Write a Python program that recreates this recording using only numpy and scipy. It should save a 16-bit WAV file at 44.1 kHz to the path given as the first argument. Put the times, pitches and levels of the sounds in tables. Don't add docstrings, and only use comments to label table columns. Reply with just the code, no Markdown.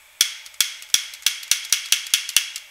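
import sys
import numpy as np
from scipy import signal
from scipy.fft import rfft, irfft, next_fast_len
from scipy.io import wavfile
from scipy.ndimage import uniform_filter1d, map_coordinates

SR = 44100
rng = np.random.default_rng(int(sys.argv[2]) if len(sys.argv) > 2 else 0)


def volts_from_decibels(level):
    exponent = np.asarray(level, float) / 20
    return 10 ** exponent


def to_wav(s):
    ch = np.atleast_2d(s).T
    pcm = np.round(np.clip(ch, -1, 1) * 32767)
    wavfile.write(sys.argv[1], SR, pcm.astype(np.int16))


N = 119070


def hammer():
    # t/s, peak level/dB, grip/0-1 from first to second hold, rebound level/dB, lowest rings level/dB
    snaps = [
        (0.2083, -2.5, 0.02, -14, -0.5),
        (.6047, -3, 0.12, -26, 2),
        (0.9409, -3, 0.11, -23, 2.5),
        (1.264, -4, 0.42, -15, 4.5),
        (1.5135, -3.5, 0.38, -22, 4),
        (1.7244, -3.5, 0.67, -8, -13),
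        (1.9223, -3.5, 0.75, -4, 1.5),
        (2.1366, -3, 0.95, -1, 0),
        (2.3644, -1.5, 0.98, -10, -1.5),
    ]
    # push level/dB, push length/s, push over its recoil/ratio, knock level/dB, echo
    # level/dB
    thumps = [
        (-23.5, .00035, 2.35, -41, 0.6),
        (-25, .00037, 2.03, -41, 0.1),
        (-24.5, .0004, 2.3, -37, 0.1),
        (-38, 0.00085, 2.3, -55, 1.5),
        (-33, .001, 3, -38.5, 1.9),
        (-32.5, .0007, 2.4, -49, 2.5),
        (-34.5, 0.00058, 2.9, -32, 2.5),
        (-26.5, .0007, 2.05, -37, 1.5),
        (-25, .0008, 2.15, -32, -1),
    ]
    # f/Hz, level/dB
    crack_colour = [(500, -51), (1150, -9), (1700, 1.5), (3300, 2.5), (6000, 1.3), (11500, -2.5),
                    (14000, -12), (16000, -12)]
    spark_db, spark_hold_s, spark_t60_s, spark_tilt_db = -4.5, 0.00053, 0.0055, 5.5
    out, t = np.zeros(N + 2 * SR), np.arange(SR // 20) / SR
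    room, snap, metal = rng.standard_normal(SR), rng.standard_normal(len(t)), shell()
    for (s, db, grip, rebound_db, core_db), (push_db, push_s, lean, knock_db, echo_db) in zip(snaps, thumps):
        room, snap = kin(room), kin(snap)
        blow, core = body(t, grip, rebound_db, core_db)
        direct = blow + volts_from_decibels(-6) * crack(snap, t, crack_colour, hold_s=0.0024, t60=0.012)
        add(out, s, volts_from_decibels(db) * direct)
        spark = crack(snap[::-1], t, crack_colour, spark_hold_s, spark_t60_s, spark_tilt_db, 0.000528)
        add(out, s, volts_from_decibels(db + spark_db) * spark)
        add(out, s, volts_from_decibels(db + echo_db) * echoes(direct + 0.84 * (1 - volts_from_decibels(core_db)) * core))
        add(out, s, volts_from_decibels(db + echo_db / 2) * (garage(room, grip) + volts_from_decibels(4.5) * metal))
        add(out, s, thump(t, push_db, push_s, lean, knock_db))
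    return out[:N]


def body(t, grip, rebound_db, core_db):
    # f/Hz, width/Hz, level/dB
    first_hold = [(1734, 280, -18), (4256, 240, -12.5), (4930, 200, -12), (5745, 400, -2.5),
                  (8980, 250, -12), (9080, 340, -8.5), (11255, 700, -14), (13400, 450, -29)]
    second_hold = [(4944, 370, -9), (5760, 180, -14), (6520, 290, -15), (8040, 290, -35), (8950, 140, -28),
                   (9570, 310, -9.5), (11400, 230, -20), (12520, 240, -19), (13000, 490, -31)]
    # f/Hz, width/Hz, level/dB
    first_core = [(3368, 270, -3), (2695, 200, -15.5)]
    second_core = [(3351, 500, -4), (2791, 200, -6), (3021, 200, -6.5)]
    # f/Hz, width/Hz, level/dB
    late_rings = [(5140, 270, -13), (5825, 230, -9), (6546, 200, -12.5), (7420, 400, -24)]
    swell_s, second_swell_s, late_swell_s = 0.0033, 0.0028, 0.0078
    rebound_s, damp_s, damp_t60_s = 0.0036, 0.0044, 0.011
    core = (1 - grip) * ring(first_core, t, swell_s) + grip * ring(second_core, t, second_swell_s)
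    upper = (1 - grip) * ring(first_hold, t, swell_s) + grip * ring(second_hold, t, swell_s)
    blow = 0.86 * (upper + volts_from_decibels(core_db) * core)
    blow = blow + volts_from_decibels(rebound_db) * np.roll(blow, round(rebound_s * SR))
    blow = blow + ring(late_rings, t, late_swell_s)
    return blow * volts_from_decibels(-60 * np.clip(t - damp_s, 0, 1) / damp_t60_s), core


def thump(t, push_db, push_s, lean, knock_db):
    knock_hz, knock_s = 787, 0.0038
    u = t / push_s
    push = volts_from_decibels(push_db) * u * (lean - u) * np.exp(-u)
    swell = np.sin(np.pi * np.clip(t / knock_s, 0, 1))
    return push - volts_from_decibels(knock_db) * swell * np.sin(2 * np.pi * knock_hz * t)


def ring(modes, t, swell_s, tilt_db=0):
    swell_hz, swell_law, swell_shape = 3300, 1.5, 5
    hz, _, db = np.transpose(modes)[:, :, None]
    luck = rng.standard_normal((2, len(modes), 1))
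    peak_s = swell_s * np.clip(swell_hz / hz, 0.1, 1.1) ** swell_law + 0.00046
    u = t / peak_s
    gain = volts_from_decibels(db + 0.37 * luck[0] + tilt_db * np.log2(hz / 5000))
    gain = gain * np.sqrt(u[:, 1:2] / u[:, 1].min())
    swell = (u * np.exp(1 - u)) ** swell_shape
    return np.sum(gain * swell * np.sin(2 * np.pi * (hz * t + luck[1])), 0)


def crack(noise, t, colour, hold_s, t60, tilt_db=0, rise_s=0.00059):
    noise = filtered(noise, lambda f: volts_from_decibels(along(colour, f) + tilt_db * np.log2((f + 1) / 5000)))
    fall = volts_from_decibels(-60 * np.clip(t - hold_s, 0, 1) / t60)
    return unit(noise) * fall * np.clip(t / rise_s, 0, 1) ** 2


def kin(noise):
    # f/Hz, likeness/0-1
    alike = [(1500, .96), (3500, .93), (6000, .86), (10000, .6), (16000, .4)]
    fresh = filtered(rng.standard_normal(len(noise)), lambda f: np.sqrt(1 - along(alike, f) ** 2))
    return filtered(noise, lambda f: along(alike, f)) + fresh


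def trigger():
    # t/s, peak level/dB, brightness/dB per octave
    ticks = [(.455, -33, -3), (0.4612, -21.5, 1), (0.472, -35, -7), (0.8224, -19, 0.5), (0.8884, -36, 4),
             (1.1365, -19.5, 2.5), (1.4317, -17.5, -0.5), (1.6486, -18, 2), (1.8574, -19, -2),
             (1.851, -27, -2), (2.0664, -16.5, 0.5), (1.4287, -23.5, 0), (2.3005, -19.5, -1.5),
             (2.3087, -37, -3), (1.6405, -25, -3), (2.5615, -27, -6), (2.573, -30, -6), (.832, -34, -5),
             (1.148, -27, -3)]
    # t/s, peak level/dB, brightness/dB per octave
    take_ups = [
        (.5412, -28.5, -1.5),
        (.8994, -29, -1.5),
        (1.2226, -26.5, -2.5),
        (1.4785, -28, -4),
        (1.697, -26, -2.5),
        (1.885, -28, -4),
        (2.104, -30, -3.5),
        (2.335, -30, -3.5),
        (1.232, -28, -3),
    ]
    # t/s, peak level/dB, brightness/dB per octave
    stops = [
        (2.2898, -10.5, 0),
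        (2.5587, -13.5, 1),
        (3.5, -24, -1),
        (3, -27, 0),
        (2.5785, -25, 0),
    ]
    # f/Hz, width/Hz, level/dB
    trigger_modes = [(2047, 390, -16), (4456, 370, 1), (4750, 200, -4), (4000, 200, -8), (5770, 220, -15),
                     (6700, 280, -8), (7000, 360, -18), (10300, 540, -5.5), (11600, 250, -7.5),
                     (13600, 370, -18),
                     (1287, 200, -13), (15300, 400, -21)]
    slack_modes = [(1280, 250, -12), (2130, 300, -6), (6900, 300, 4), (8700, 400, -7), (11600, 400, 0)]
    stop_modes = [(1280, 200, -19), (4430, 300, -1), (5800, 300, 3), (6870, 300, -3), (7530, 300, 1.5),
                  (10640, 400, -4)]
    # f/Hz, level/dB
    tick_colour = [(500, -57), (1200, -16), (2500, 2), (4500, 2), (7000, 0), (11000, -5.5), (14000, -9),
                   (16000, -28)]
    slack_colour = [(500, -55), (1200, -9), (2500, -3), (4500, -1), (7000, 1), (12000, -6), (16000, -20)]
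    swell_s, tick_db, crack_db, crack_t60_s, room_db = 0.0017, -13.5, 3.5, 0.033, -8
    out, t = np.zeros(N + 2 * SR), np.arange(SR // 20) / SR
    motions = ((ticks, trigger_modes, tick_colour),
               (take_ups, slack_modes, slack_colour),
               (stops, stop_modes, tick_colour))
    for rows, modes, colour in motions:
        room = garage(rng.standard_normal(SR))
        for s, db, tilt_db in rows:
            noise = rng.standard_normal(len(t))
            grit = volts_from_decibels(crack_db) * crack(noise, t, colour, 0.0018, crack_t60_s, tilt_db, 0.00117)
            add(out, s, volts_from_decibels(db + tick_db) * (ring(modes, t, swell_s, tilt_db) + grit))
            add(out, s, volts_from_decibels(db + room_db) * room)
    return out[:N]


def shell():
    # f/Hz, level/dB, t60/s
    shell_modes = [(1788, -50, 0.25), (2100, -47.5, 0.76), (2070, -41, 0.55), (2230, -38, 0.55),
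                   (2260, -52.5, 0.71), (2349, -49.5, 0.98), (2630, -47, 0.34), (2850, -43, 0.22),
                   (3060, -30, 0.3), (3170, -34, 0.31), (3310, -32.5, 0.47), (3340, -35.5, 0.58),
                   (5200, -39.5, 0.34), (5890, -40, 0.38)]
    hz, db, t60 = np.transpose(shell_modes)[:, :, None]
    t, luck = np.arange(SR) / SR, rng.standard_normal((2, len(shell_modes), 1))
    walk = rng.standard_normal((len(shell_modes), SR // 64 + 1)).cumsum(1)
    drift = uniform_filter1d(walk, size=8).repeat(64, axis=1)[:, :SR] / 4
    drift = uniform_filter1d(drift, size=64)
    fall = volts_from_decibels(db + 2.7 * luck[0] - 60 * t / t60)
    modes = fall * np.sin(2 * np.pi * (hz * t + 0.2 * luck[1] + 0.064 * drift))
    return modes.sum(0) * (1 - np.exp(-t / 0.04))


def echoes(x):
    # delay t/s, level/dB
    returns = [(.0062, -9), (.0089, -7.5), (.0137, -14), (.0167, -12.5), (.0215, -14.5), (.0307, -23.5),
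               (.0377, -17.5), (.0442, -17.5), (.0492, -22), (.057, -21), (.063, -24.5)]
    # f/Hz, level/dB
    return_colour = [(1000, -11.5), (2000, -3.5), (3300, -2), (4500, -10), (6500, -7.5), (9000, -9.5),
                     (16000, -22)]
    out = np.zeros(SR // 5)
    for s, db in returns:
        add(out, s, volts_from_decibels(db) * x)
    return filtered(out, lambda f: volts_from_decibels(along(return_colour, f)))


def garage(noise, grip=0.44):
    # f/Hz, level/dB
    near_colour = [(500, -61), (1000, -31), (1500, -10.5), (3000, -9.5), (4000, -6.5), (6500, -10.5),
                   (7200, -12), (16000, -17)]
    far_colour = [(500, -40), (1000, -21), (1500, -8), (3000, -5), (4000, -7.5), (6500, -6.5),
                  (7200, -12.5), (16000, -15)]
    # f/Hz, t60/s
    wall_decay = [(800, 0.53), (2100, 0.81), (5500, 0.62), (9000, 0.51), (15000, 0.19)]
    near = answer(noise[::-1], 0.008, lambda hz: 0.063 + 0 * hz, near_colour, grip)
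    far = answer(noise, 0.004, lambda hz: along(wall_decay, hz), far_colour, grip)
    return volts_from_decibels(7.5) * near + volts_from_decibels(11) * far


def answer(noise, delay_s, t60, colour, grip):
    # f/Hz, width/Hz, level/dB
    body_humps = [(2180, 130, 7.5), (3307, 190, 7.5), (5410, 440, 3.5), (6290, 200, 5), (9880, 380, 5.5),
                  (1730, 45, 0)]
    # f/Hz, width/Hz, level/dB at grip 0, level/dB at grip 1
    opening = (2767, 170, -0.5, 9.5)
    c, w, db0, db1 = opening
    shape = humped(colour, body_humps + [(c, w, db0 + grip * (db1 - db0))])
    hz, t, z = signal.stft(filtered(noise, shape), SR, nperseg=128)
    fall = volts_from_decibels(-60 * t / t60(hz)[:, None])
    tail = signal.istft(z * fall, SR, nperseg=128)[1][:SR]
    tail = tail * np.clip(np.arange(SR) / SR / delay_s - 0.5, 0, 1)
    return tail / np.linalg.norm(tail)


def background():
    # f/Hz, level/dB per Hz
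    hiss_colour = [(20, -9), (70, -22.5), (300, -24.5), (1000, -11), (2300, -4.5), (4500, -15),
                   (8000, -13.5), (16000, -19)]
    # f/Hz, width/Hz, level/dB
    hiss_humps = [(2320, 170, 7.5), (3440, 230, 7.7), (6760, 320, 1.6), (8000, 300, 4.5), (7950, 28, 8.3),
                  (12600, 400, 7.4), (607, 68, 9.3), (878, 58, 9.6), (60.4, 17, 12)]
    # f/Hz, level/dB
    hum_tones = [(60, -76.5), (120, -81)]
    hiss = unit(filtered(rng.standard_normal(N), humped(hiss_colour, hiss_humps)))
    waver = 2.2 * map_coordinates(rng.standard_normal(40), [np.arange(N) * 12 / SR])
    t = np.arange(N) / SR
    hum = sum(volts_from_decibels(db + waver) * np.sin(2 * np.pi * hz * t) for hz, db in hum_tones)
    return volts_from_decibels(-50.5) * hiss + hum


def humped(points, humps):
    def response(f):
        peaks = sum(db * np.exp(-((f - c) / w) ** 2) for c, w, db in humps)
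        return volts_from_decibels(along(points, f) + peaks)
    return response


def along(points, hz):
    f, v = np.transpose(points)
    return np.interp(np.log(hz + 1), np.log(f + 1), v)


def filtered(x, response):
    m = next_fast_len(len(x) + 8192)
    return irfft(rfft(x, m) * response(np.fft.rfftfreq(m, 1 / SR)), m)[:len(x)]


def unit(x):
    return x / np.sqrt(np.mean(x ** 2) + 1e-20)


def add(out, s, x):
    out[round(s * SR):][:len(x)] += x


def scene():
    return (hammer() + trigger() + background())[None]


def low_pass(x):
    return signal.sosfilt(signal.butter(12, 17160, fs=SR, output="sos"), x)


def record(dry):
    mic_top_hz, top_hz, edge_hz = 15800, 17100, 150
    duck_db, duck_above_db, duck_s = 0.5, -31.5, 0.015
    ceiling, knee = 0.79, 7
    low_hz, low_db = 1100, -22
    spill_db, spill_steep = -13, 30

    def below(limit_hz):
        return lambda f: np.clip((limit_hz - f) / edge_hz, 0, 1)

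    def thinned(f):
        bass = low_db / (1 + (f / low_hz) ** 6)
        spill = spill_db / (1 + (mic_top_hz / (f + 1)) ** spill_steep)
        return volts_from_decibels(bass + spill)

    x = filtered(dry[0], below(mic_top_hz))
    level_db = 10 * np.log10(np.abs(uniform_filter1d(x ** 2, size=200)) + 1e-12)
    over = np.clip(level_db - duck_above_db, 0, None)
    step = 1 / (duck_s * SR)
    duck = signal.lfilter([step], [1, step - 1], over)
    x = x * volts_from_decibels(-duck_db * duck / 10)
    overload = x / (1 + np.abs(x / ceiling) ** knee) ** (1 / knee) - x
    x = x + filtered(overload, thinned)
    return low_pass(filtered(x, below(top_hz))[None])


dry = scene()
out = record(dry)
to_wav(out)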